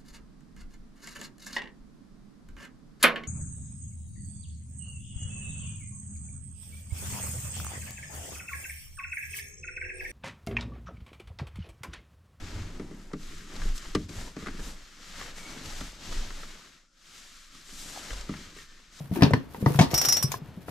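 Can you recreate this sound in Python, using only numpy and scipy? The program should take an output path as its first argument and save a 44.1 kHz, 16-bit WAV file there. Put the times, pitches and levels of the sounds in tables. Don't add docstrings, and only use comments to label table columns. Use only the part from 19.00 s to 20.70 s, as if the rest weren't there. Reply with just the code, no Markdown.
import sys
import numpy as np
from scipy import signal
from scipy.fft import rfft, irfft, next_fast_len
from scipy.io import wavfile
from scipy.ndimage import map_coordinates

SR = 44100
rng = np.random.default_rng(int(sys.argv[2]) if len(sys.argv) > 2 else 0)


def volts_from_decibels(level):
    exponent = np.asarray(level, float) / 20
    return 10 ** exponent


def log_audio(samples):
    frames = np.atleast_2d(samples).T
    limited = np.clip(frames, -1, 1)
    pcm = np.round(limited * 32767).astype(np.int16)
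    wavfile.write(sys.argv[1], SR, pcm)


N = 74970


def unit(x):
    return x / np.sqrt(np.mean(x ** 2) + 1e-20)


def along(points, hz):
    f, v = np.transpose(points)
    return np.interp(np.log(hz + 1), np.log(f + 1), v)


def filtered(x, response):
    n = x.shape[-1]
    m = next_fast_len(n + 8192)
    return irfft(rfft(x, m) * response(np.fft.rfftfreq(m, 1 / SR)), m)[..., :n]


def peak(hz, centre_hz, width_hz):
    return 1j * hz * width_hz / (centre_hz ** 2 - hz ** 2 + 1j * hz * width_hz)


def add(out, s, x):
    part = out[..., round(s * SR):][..., :x.shape[-1]]
    part += x[..., :part.shape[-1]]


def wobble(rate):
    knots = rng.standard_normal(int(N * rate / SR) + 4)
    return map_coordinates(knots, [np.arange(N) * rate / SR])


def air():
    # (frequency [Hz], level [dB per Hz])
    colour = [(20,5),(150,2.5),(450,-12.5),(1200,-19),(3200,-27),(8400,-40),(12000,-88.5),(16000,-78)]
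    level_db, swell_db = -46, 1.2
    noise = rng.standard_normal((2, N))
    hush = unit(filtered(noise + 2.0 * noise[0], lambda f: volts_from_decibels(along(colour, f))))
    return volts_from_decibels(level_db + swell_db * wobble(9.53)) * hush


def room_answer(x):
    # (frequency [Hz], time to fall 60 dB [s])
    decay = [(110,.27),(550,.25),(3100,.2),(6000,.12),(12500,.11)]
    # (frequency [Hz], level [dB])
    loudness = [(110,-16),(410,-1.5),(900,-4.5),(2000,-9.5),(5500,-6),(12500,-13)]
    hz, t, z = signal.stft(rng.standard_normal((2, SR // 2)), SR, nperseg=256)
    z = z * volts_from_decibels(-60 * t / along(decay, hz)[:, None])
    z = z / np.linalg.norm(z, axis=2, keepdims=True)
    tail = signal.istft(z, SR, nperseg=256)[1]
    tail = np.pad(tail / np.linalg.norm(tail[0]), ((0, 0), (90, 0)))
    sent = filtered(x, lambda f: volts_from_decibels(along(loudness, f)))
    return signal.fftconvolve(sent[None], tail, axes=1)[:, :N]


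def cord():
    # (time [s], level [dB])
    speed = [(0,-56.5),(.09,-56),(.16,-42),(.26,-48.5),(.3,-55.5),(.5,-64.5),(0.538,-52),(.62,-50),(0.782,-40),(.86,-65.5),(.95,-34),(1.19,-39.5),(1.3,-54),(1.349,-43),(1.388,-62.5),(1.652,-62.5),(1.7,-46)]
    # (frequency [Hz], level [dB per Hz])
    colour = [(500,10.5),(2000,5.5),(5000,2),(8000,-2),(11500,3),(14500,0.5),(16000,-9)]
    s, level_db = np.transpose(speed)
    noise = rng.standard_normal((2, N))
    noise = filtered(noise + 0.14 * noise[0], lambda f: volts_from_decibels(along(colour, f)))
    grains = volts_from_decibels(2.5 * wobble(350) + 3.3 * wobble(35.62))
    return volts_from_decibels(np.interp(np.arange(N) / SR, s, level_db)) * unit(noise * grains)


def pawls():
    # (time [s], peak level [dB], clatter level [dB], pawl ring level [dB])
    ticks = [(0.911,-50,16.5,-3.5),(0.9408,-20,1.5,3),(0.977,-18.5,-2,5.5),(1.0135,-21,1,1.5),(1.049,-19.5,1,2.8),(1.085,-17.5,-2,1.6),(1.123,-14,-8.5,-3.5),(1.1665,-22,1,-4),(1.2257,-25,-0.5,8),(1.3176,-41,16.5,-2),(1.347,-58,11,4.5),(1.369,-60,10,16.5)]
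    # (pitch [Hz], level [dB], time to fall 60 dB [s], left-right [dB], left leads by [radians])
    flywheel = [(4538,-21,.08,0,0),(5137,-11,.13,1.8,-.8),(5472,-6,.14,-5.3,-1.5),(5528,-8,.16,2.4,.9),(5662,0,.15,6,-.3),(5744,-12,.08,2,0),(6368,-10,.07,-2.3,-.9),(6416,-14,.05,2,.5)]
    # (pitch [Hz], level [dB], time to fall 60 dB [s], left-right [dB], left leads by [radians])
    pawl = [(7620,-24,.08,0,1),(8260,-15,.08,0,-2),(8995,-26,.08,1,1),(10370,-22,.04,0,-1),(11162,-18,.1,-1,.1),(11510,-18,.05,0,1.5),(12055,-13,.065,0,-1.4),(12453,-11,.07,-3.6,2.4),(12560,-18,.08,0,2),(13531,-13,.07,-4.3,-.5),(14350,-19,.04,-2,2)]
    # (frequency [Hz], level [dB per Hz])
    colour = [(200,-10),(800,1),(2000,-3.5),(4500,-4.5),(6500,0.5),(9500,-12.5),(12500,-2.5),(16000,-11.5)]
    slowing_db = 18
    brake_s, brake_db = 1.17, 110
    steel_db, pawl_scatter_db = -1, 4
    rise_s, chatter_s, chatter_db = 0.001095, 0.0045, -4
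    clatter_db, clatter_s = -2.5, 0.068
    main_hz = flywheel[2][0]

    out, t = np.zeros((2, N)), np.arange(SR // 4) / SR
    side = np.array([[.5], [-.5]])
    rise = 1 - np.exp(-t / rise_s)
    for s, db, tick_clatter_db, pawl_db in ticks:
        brake = brake_db * np.clip(s + t - brake_s, 0, .11)
        ring = np.zeros((2, len(t)))
        for hz, g, t60, pan_db, lead in flywheel + pawl:
            a, b, c = rng.standard_normal(3)
            level = g + 2 * np.tanh(a) + side * pan_db - 60 * t / t60
            if hz >= pawl[0][0]:
                level = level + pawl_db + pawl_scatter_db * np.tanh(a)
            else:
                level = level + steel_db
                if hz < main_hz:
                    level = level + slowing_db * (s - ticks[2][0])
                else:
                    level = level - brake
            ring += volts_from_decibels(level) * np.sin(2 * np.pi * hz * (1 + 0.00033 * b) * t + side * lead + c)
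        add(out, s, volts_from_decibels(db) * ring * rise)
        again = np.roll(ring, -rng.integers(SR // 500), axis=1)[:, :-SR // 400]
        add(out, s + chatter_s, volts_from_decibels(db + chatter_db) * again)

        noise = rng.standard_normal((2, len(t)))
        noise = unit(filtered(noise + 0.35 * noise[0], lambda f: volts_from_decibels(along(colour, f))))
        fade = volts_from_decibels(-60 * t / clatter_s) + 0.99 * volts_from_decibels(-60 * t / 0.012)
        add(out, s, volts_from_decibels(db + clatter_db + tick_clatter_db) * noise * rise * fade)
    return out * volts_from_decibels(1.5 * wobble(250))


def case():
    # (time [s], peak level [dB], brightness [dB per octave], time to fall 60 dB [s])
    knocks = [(0.118,-32.5,-5.5,0.042),(.158,-24,-12,0.28),(0.209,-21,-6.5,0.069),(0.2216,-5,-4,0.041),(.233,-9.5,17.5,0.043),(0.249,-18.5,-0.5,0.11),(0.308,-26,-2,0.044),(0.335,-11.5,-1.5,0.042),(.546,-32.5,-5.5,0.077),(0.628,-33,-10,.045),(0.6606,-9.5,-3.5,0.045),(0.7446,-25,-4,0.036),(.7895,-5,1.5,0.09),(.7975,-10.5,-4.5,0.027),(.811,-13.5,-0.6,0.16),(0.905,-29.5,1.5,0.11),(.915,-26.5,-3.8,0.36),(.933,-18.5,-7,0.049),(1.318,-26.5,-1.3,0.012),(1.3401,-25.5,1,0.017),(1.372,-57,4,0.042),(1.683,-25,-8,0.061)]
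    # (pitch [Hz], width [Hz], level [dB])
    resonances = [(398,134,-5),(696,77,0),(917,150,-1.5),(1256,77,-1.5),(1674,323,-3),(2000,430,-4.5),(2350,286,-2.5),(4300,3400,-8.5),(6100,1470,-12.5)]
    # (frequency [Hz], level [dB per Hz])
    settling = [(200,-9.5),(450,1),(1000,2),(2500,-9.5),(6000,-16.5),(12000,-45)]
    crack_db, blow = -24, 3.98
    loose_db, loose_s = -30, 0.36

    out, t = np.zeros((2, N)), np.arange(SR // 4) / SR
    for s, db, tilt_db, t60 in knocks:
        rattle = rng.standard_normal((2, len(t)))
        force = (rattle + 1.24 * rattle[0]) * volts_from_decibels(-60 * t / t60) - blow * np.exp(-t / 0.00025)
        vary = rng.normal(0, 3, len(resonances))

        def body(f):
            slope = volts_from_decibels(np.clip(tilt_db, -8, 4) * np.log2(np.minimum(f, 5000) / 1500 + .1))
            answer = volts_from_decibels(crack_db) * peak(f, 5300, 7500)
            for k, (centre, width, g) in enumerate(resonances):
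                answer = answer + (-1) ** k * volts_from_decibels(g + vary[k]) * peak(f, centre, width)
            return slope * answer

        knock = filtered(force, body)
        knock = knock / np.abs(knock).max()
        loose = unit(filtered(rattle[:, ::-1], lambda f: volts_from_decibels(along(settling, f))))
        add(out, s, volts_from_decibels(db) * (knock + loose * volts_from_decibels(loose_db - 60 * t / loose_s)))
    return out


def bench(blows):
    swell_cycles = 0.29
    out, t = np.zeros(N), np.arange(SR // 4) / SR
    for s, db, hz, t60 in blows:
        swell = 1 - np.exp(-t * hz / swell_cycles)
        ring = np.sin(2 * np.pi * hz * t)
        add(out, s, -volts_from_decibels(db + 3.5 - 60 * t / t60) * swell * ring)
    return out


def scene():
    # (time [s], peak level [dB], pitch [Hz], time to fall 60 dB [s])
    first_pull = [(.006,-29.5,151,0.12),(.041,-34.5,138,0.19),(0.113,-7,141,0.013),(0.124,-18.5,177,0.073),(0.165,-15,298,0.0099),(0.17,-20.5,336,0.056),(0.19,-16,230,0.016),(0.209,-21.5,244,0.059),(0.222,2,142,0.025),(.23,-3.5,259,0.03),(0.24,-1,150,0.034),(.263,-11.5,153,0.047),(.276,-16,151,0.061),(0.308,-23,437,0.024),(0.314,-17.5,128,0.11),(0.334,-7.5,123,0.066),(.344,-20.5,259.7,0.097),(0.371,-18.5,137,0.054),(.411,-39,259.5,0.14)]
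    # (time [s], peak level [dB], pitch [Hz], time to fall 60 dB [s])
    second_pull = [(.581,-33,188,0.047),(0.626,-6,139,0.013),(.636,-20.5,186,0.08),(.662,-8.5,140.5,0.073),(0.671,-11,148,0.059),(0.706,-18,144.5,0.092),(0.752,-17.5,138,0.16),(0.789,-6,144.2,0.071),(.807,0.5,155,0.047),(0.815,-20.5,181,0.028),(0.83,-20,264.7,0.081)]
    # (time [s], peak level [dB], pitch [Hz], time to fall 60 dB [s])
    rocking = [
        (0.934,-17,134,0.065),
        (1.074,-30.5,134,0.12),
        (1.241,-14.5,136,0.087),
        (1.292,-35,139.7,0.26),
        (1.358,-28,124.7,0.047),
        (1.418,-28,149,0.077),
        (1.487,-36.5,146,0.049),
        (1.573,-31.5,177.6,0.079),
        (1.691,-29,143,0.053),
    ]
    # (time [s], peak level [dB], pitch
    # [Hz], time to fall 60 dB [s])
    boards = [(.005,-36.5,624,0.013),(0.3359,-16,275,0.035),(.362,-30.5,407,0.023),(.405,-44,490,0.039),(0.609,-30.5,250,0.048),(0.6267,-22.5,430,.02),(0.639,-34,332,0.019),(.6615,-12,287.4,0.029),(.685,-22,286,0.031),(.704,-23.5,440,0.023),(.72,-33,304,.05),(0.861,-31,70,0.13),(0.942,-27.5,65.4,0.14),(1.001,-32.5,148,0.085),(1.049,-36.5,299.7,0.078),(1.245,-33,393,0.031),(1.575,-39.5,340,0.027)]
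    # (time [s], peak level [dB], pitch [Hz], time to fall 60 dB [s])
    panels = [(.2215,-18,692,.04),(.308,-23,560,.035),(.335,-21,980,.035),(.3352,-23,2050,.026),(.336,-19,450,.04),(.546,-35,950,.025),(.5465,-40,1950,.02),(.661,-24,1990,.027),(.662,-24,1260,.03),(.6625,-21,450,.04),(.745,-33,1100,.02),(.7895,-13,735,.07),(.791,-25,3300,.03),(.793,-24,1600,.03),(.795,-22,2214,.05),(.799,-27,2700,.04),(1.3175,-30,937,.025),(1.318,-36,2450,.015),(1.3185,-31,6400,.02),(1.3412,-25,1051,.032),(1.342,-33,1700,.02),(1.683,-36,1350,.02)]
    # (frequency [Hz], half the left-right difference [dB])
    pan = [(65,2.3),(310,1.25),(2100,0.5),(6100,0.5),(13100,-0.4)]
    lead_ms = -0.075
    split_rad, split_hz = 0.88, 887
    side = np.array([[1], [-1]])

    def place(f):
        lead = f * lead_ms / 1000 / (1 + (f / 650) ** 2)
        return volts_from_decibels(side * along(pan, f)) * np.exp(2j * np.pi * side * lead)

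    def split(f):
        return np.exp(side * 1j * split_rad / (1 + (split_hz / (f + 1)) ** 4))

    wood = bench(first_pull + second_pull + rocking + boards)
    plastic, steel = case(), pawls()
    body = filtered(wood + plastic + bench(panels), split)
    direct = filtered(body + steel, place)
    room = room_answer(wood + (plastic + steel)[0])
    return direct + room + cord() + air()


def band_limit(x):
    return signal.sosfilt(signal.butter(12, 16420, fs=SR, output="sos"), x)


def record(dry):
    low_cut_hz, top_hz = 70, 15600

    def band(hz):
        return 1j * hz / (low_cut_hz + 1j * hz) / (1 + (hz / top_hz) ** 70)

    mix = filtered(dry, band)
    return band_limit(mix)


dry = scene()
out = record(dry)
log_audio(out)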